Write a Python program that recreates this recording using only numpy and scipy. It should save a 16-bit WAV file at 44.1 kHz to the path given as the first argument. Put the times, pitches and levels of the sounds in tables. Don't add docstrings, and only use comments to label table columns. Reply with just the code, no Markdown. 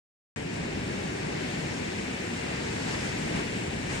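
import sys
import numpy as np
from scipy import signal
from scipy.fft import rfft, irfft
from scipy.io import wavfile
from scipy.ndimage import uniform_filter1d

SR = 44100
rng = np.random.default_rng(int(sys.argv[2]) if len(sys.argv) > 2 else 0)


def store_wav(level_fs):
    pcm = np.round(np.clip(np.atleast_2d(level_fs), -1, 1) * 32767)
    wavfile.write(sys.argv[1], SR, pcm.T.astype(np.int16))


N = 176400
T = np.arange(N) / SR
HZ = np.fft.rfftfreq(N, 1 / SR) + 1e-3
SPLIT_HZ = 577
TILT_PIVOT_HZ = 2500


def undb(db):
    return 10 ** (np.asarray(db) / 20)


def over_hz(table):
    table = np.array(table)
    return np.interp(np.log(HZ), np.log(table[:, 0]), table[:, 1])


def over_time(table, axis):
    table = np.array(table)
    return np.interp(T, table[:, 0], table[:, axis])


def walk(rate):
    hold = int(SR / rate)
    steps = np.repeat(rng.standard_normal(N // hold + 1), hold)
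    smooth = uniform_filter1d(uniform_filter1d(steps, hold), hold)
    return 1.3 * smooth[:N]


def rms(x):
    return np.sqrt(np.mean(x.mean(axis=0) ** 2))


BUBBLE_COUNT = 6000
BUBBLE_LOW_HZ, BUBBLE_HIGH_HZ = 899.4, 9930
BUBBLE_DB = -9
BUBBLE_SCATTER_DB = 1.5
BUBBLE_CYCLES, BUBBLE_GLIDE = 14, .05


def bubbles():
    when, pitch, size = rng.random((BUBBLE_COUNT, 3)).T[:, :, None]
    hz = BUBBLE_LOW_HZ * (BUBBLE_HIGH_HZ / BUBBLE_LOW_HZ) ** pitch
    k = np.arange(1024)
    age = hz * k / SR / BUBBLE_CYCLES
    phase = 2 * np.pi * BUBBLE_CYCLES * age * (1 + BUBBLE_GLIDE * age / 2)
    ring = np.sin(phase) * age * np.exp(-2 * age)
    ring = ring * hz * undb(-BUBBLE_SCATTER_DB * np.log(1 - size))
    places = (when * N).astype(int) + k
    out = np.bincount(places.ravel() % N, ring.ravel(), N)
    return out / out.std() * undb(BUBBLE_DB)


# frequency in Hz, relative spectral density in dB per Hz.
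SEA_COLOUR = [(15, -46), (25, -18.5), (64, -6), (118, -1.5), (172, 0.5), (271, -2), (404, -4.5),
              (588, -11.5), (900, -15), (1090, -18.5), (1350, -20), (1700, -15.5), (2200, -14), (2700, -17),
              (3260, -23), (3800, -24.5), (5720, -27), (6200, -29), (7280, -28), (7900, -27.5), (8400, -32),
              (8800, -31.5), (9500, -39.5), (10300, -45.5), (15000, -54)]
# frequency in Hz, likeness from 0 to 1.
PORT_LIKENESS = [(60, .995), (200, .96), (300, .86), (500, .58), (700, .42), (900, .18), (1100, .4),
                 (1700, .12), (2400, .4), (3000, .2), (4600, .3), (5500, .15), (6300, .3), (15000, .22)]
# frequency in Hz, lead of the left port in radians.
LEFT_LEAD = [(20, .02), (100, .2), (200, .5), (300, .9), (500, 1.9), (700, 3.1), (1250, 3.3), (1600, 6.3),
             (2000, 9.4), (2800, 9.8), (3600, 12.3), (5000, 14.3), (6000, 9.6), (7000, 13), (8000, 15.7),
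             (9000, 18.6), (15000, 21)]
# frequency in Hz, left minus right in dB.
LEFT_RIGHT_BALANCE = [(60, -0.5), (200, 0), (380, 1), (650, 6), (950, 3.5), (1400, 3.5), (2360, 3),
                      (4350, 2), (6200, 3.5), (8300, 3), (10000, -1.5), (15000, 0.5)]


def ports(a, b):
    like = np.clip(over_hz(PORT_LIKENESS), 0, 1)
    same = np.sqrt((1 + like) / 2) * rfft(a)
    other = np.sqrt((1 - like) / 2) * rfft(b)
    turn = np.exp(.5j * over_hz(LEFT_LEAD))
    tilt = undb(over_hz(LEFT_RIGHT_BALANCE) / 2)
    left = (same + other) * turn * tilt
    right = (same - other) / turn / tilt
    return np.array([left, right]) * undb(over_hz(SEA_COLOUR))


def rushing_water():
    first = rng.standard_normal(N) + bubbles()
    second = rng.standard_normal(N) + bubbles()
    return ports(first, second)


# time in seconds, base roar level in dB, extra wind rumble in the bass in dB.
ROAR_COURSE = [(.37, -37, 2), (.6, -34, 0.5), (1.2, -33, -5.5), (1.8, -34, -4), (2.2, -35.5, -3),
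               (2.6, -35, -1.5), (3.0, -33.5, -0.5), (3.36, -33, 4), (3.6, -33.5, -6), (4, -37.5, 12)]


def roar_levels(water):
    low_water = irfft(water * (HZ < SPLIT_HZ), N)
    gain_db = over_time(ROAR_COURSE, axis=1) - 20 * np.log10(rms(low_water))
    return gain_db, over_time(ROAR_COURSE, axis=2)


WIND_HZ, RUMBLE_DB = 99, 1.5


def wind_rumble(extra_db, hz):
    return (extra_db + RUMBLE_DB * walk(7.5)) / (1 + (hz / WIND_HZ) ** 2)


# time in seconds, base foam level in dB, brightening in dB per octave.
FOAM_COURSE = [(.37, -43, -.5), (.45, -44, 0), (.6, -42.5, -1), (.8, -41.5, 0.2), (1, -40.5, 0),
               (1.2, -40.5, -.2), (1.32, -40, -0.8), (1.53, -40, 0.5), (1.7, -40, -0.3), (1.9, -40.5, 0.2),
               (2.15, -40, 0), (2.27, -39.5, 0.5), (2.36, -40, 0.5), (2.55, -38.5, -0.5),
               (2.68, -39.5, 0.2), (2.8, -39, 0.1), (3.2, -39, 0.75), (3.3, -39, 0.5), (3.5, -40, 0.5),
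               (3.62, -39.5, 0.5), (3.78, -41, 0), (4, -38, 0.5)]


def foam_levels(water):
    high_water = irfft(water * (HZ > SPLIT_HZ), N)
    gain_db = over_time(FOAM_COURSE, axis=1) - 20 * np.log10(rms(high_water))
    return gain_db, over_time(FOAM_COURSE, axis=2)


HISS_HZ, HISS_OCTAVES = 4900, .45
# time in seconds, change at the centre frequency in dB.
HISS_COURSE = [(.37, -2.5), (.55, 1), (1, -0.5), (1.5, 1), (2.05, 0), (2.18, -1.5), (2.28, -3), (2.36, -1),
               (2.7, 1.5), (3.2, .5), (3.75, -1), (4, -2.5)]


def hiss_change(hz):
    return over_time(HISS_COURSE, axis=1) * np.exp(-(np.log2(hz / HISS_HZ) / HISS_OCTAVES) ** 2)


SLAP_ATTACK_S, SLAP_RELEASE_S = .035, .04
# start of the hold in seconds, level in dB over the water before
# colouring, hold in seconds, pan left minus right in dB, brightening in dB per octave.
CRESTS = [(0.35, -2, 0.02, 3, 2.5), (0.54, -6, .03, 3, 4), (2.887, -0.5, 0.06, -0.5, 1),
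          (3.01, -6, 0.06, -5, 3.5), (3.357, 0.5, 0.036, -0.5, 0.5), (3.914, -1, 0.039, 2, 2)]


def slaps():
    out = []
    for start, db, hold, pan_db, _ in CRESTS:
        rise = np.minimum((T - start) / SLAP_ATTACK_S, 0)
        fall = np.maximum(T - start - hold, 0) / SLAP_RELEASE_S
        channel_gain = undb(db + pan_db * np.array([[.5], [-.5]]))
        out.append((np.exp(rise - fall) * channel_gain) ** 2)
    return np.array(out)


# frequency in Hz, relative level in dB.
CREST_COLOUR = [(100, -5), (400, -5.5), (900, 4.5), (2200, -0.5), (4500, -2.5), (8000, -1), (12000, -4)]


def slap_gain(crests, hz):
    colour_hz, colour_db = np.array(CREST_COLOUR).T
    tilt_db = np.array(CRESTS)[:, -1] * np.log2(hz / TILT_PIVOT_HZ)
    crest_db = np.interp(np.log2(hz), np.log2(colour_hz), colour_db) + tilt_db
    return np.sqrt(1 + np.tensordot(undb(crest_db) ** 2, crests, axes=1))


SHARED_DB, FLICKER_DB = .1, .6


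def sea():
    water = rushing_water()
    roar_db, rumble_db = roar_levels(water)
    foam_db, brightening = foam_levels(water)
    crests = slaps()
    shared = walk(6)
    out = 0
    for octave in np.arange(4, 14.5, .5):
        hz = 2 ** octave
        triangle = np.clip(1 - 2 * np.abs(np.log2(HZ) - octave), 0, 1)
        band = irfft(water * triangle, N)
        shared = .8 * shared + .6 * walk(6)
        foam_share = 1 / (1 + (SPLIT_HZ / hz) ** 4)
        bright_foam_db = foam_db + brightening * np.log2(hz / TILT_PIVOT_HZ)
        db = (1 - foam_share) * roar_db + foam_share * bright_foam_db
        db = db + SHARED_DB * shared + FLICKER_DB * walk(24.91)
        db = db + wind_rumble(rumble_db, hz) + hiss_change(hz)
        out = out + band * undb(db) * slap_gain(crests, hz)
    return out


START_S, FADE_S = .3606, .0005


def scene():
    return sea() * np.clip((T - START_S) / FADE_S, 0, 1)


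TOP_HZ = 15000


def record(dry):
    lowpass = signal.ellip(10, .2, 70, TOP_HZ, fs=SR, output="sos")
    return signal.sosfilt(lowpass, dry)


dry = scene()
out = record(dry)
store_wav(out)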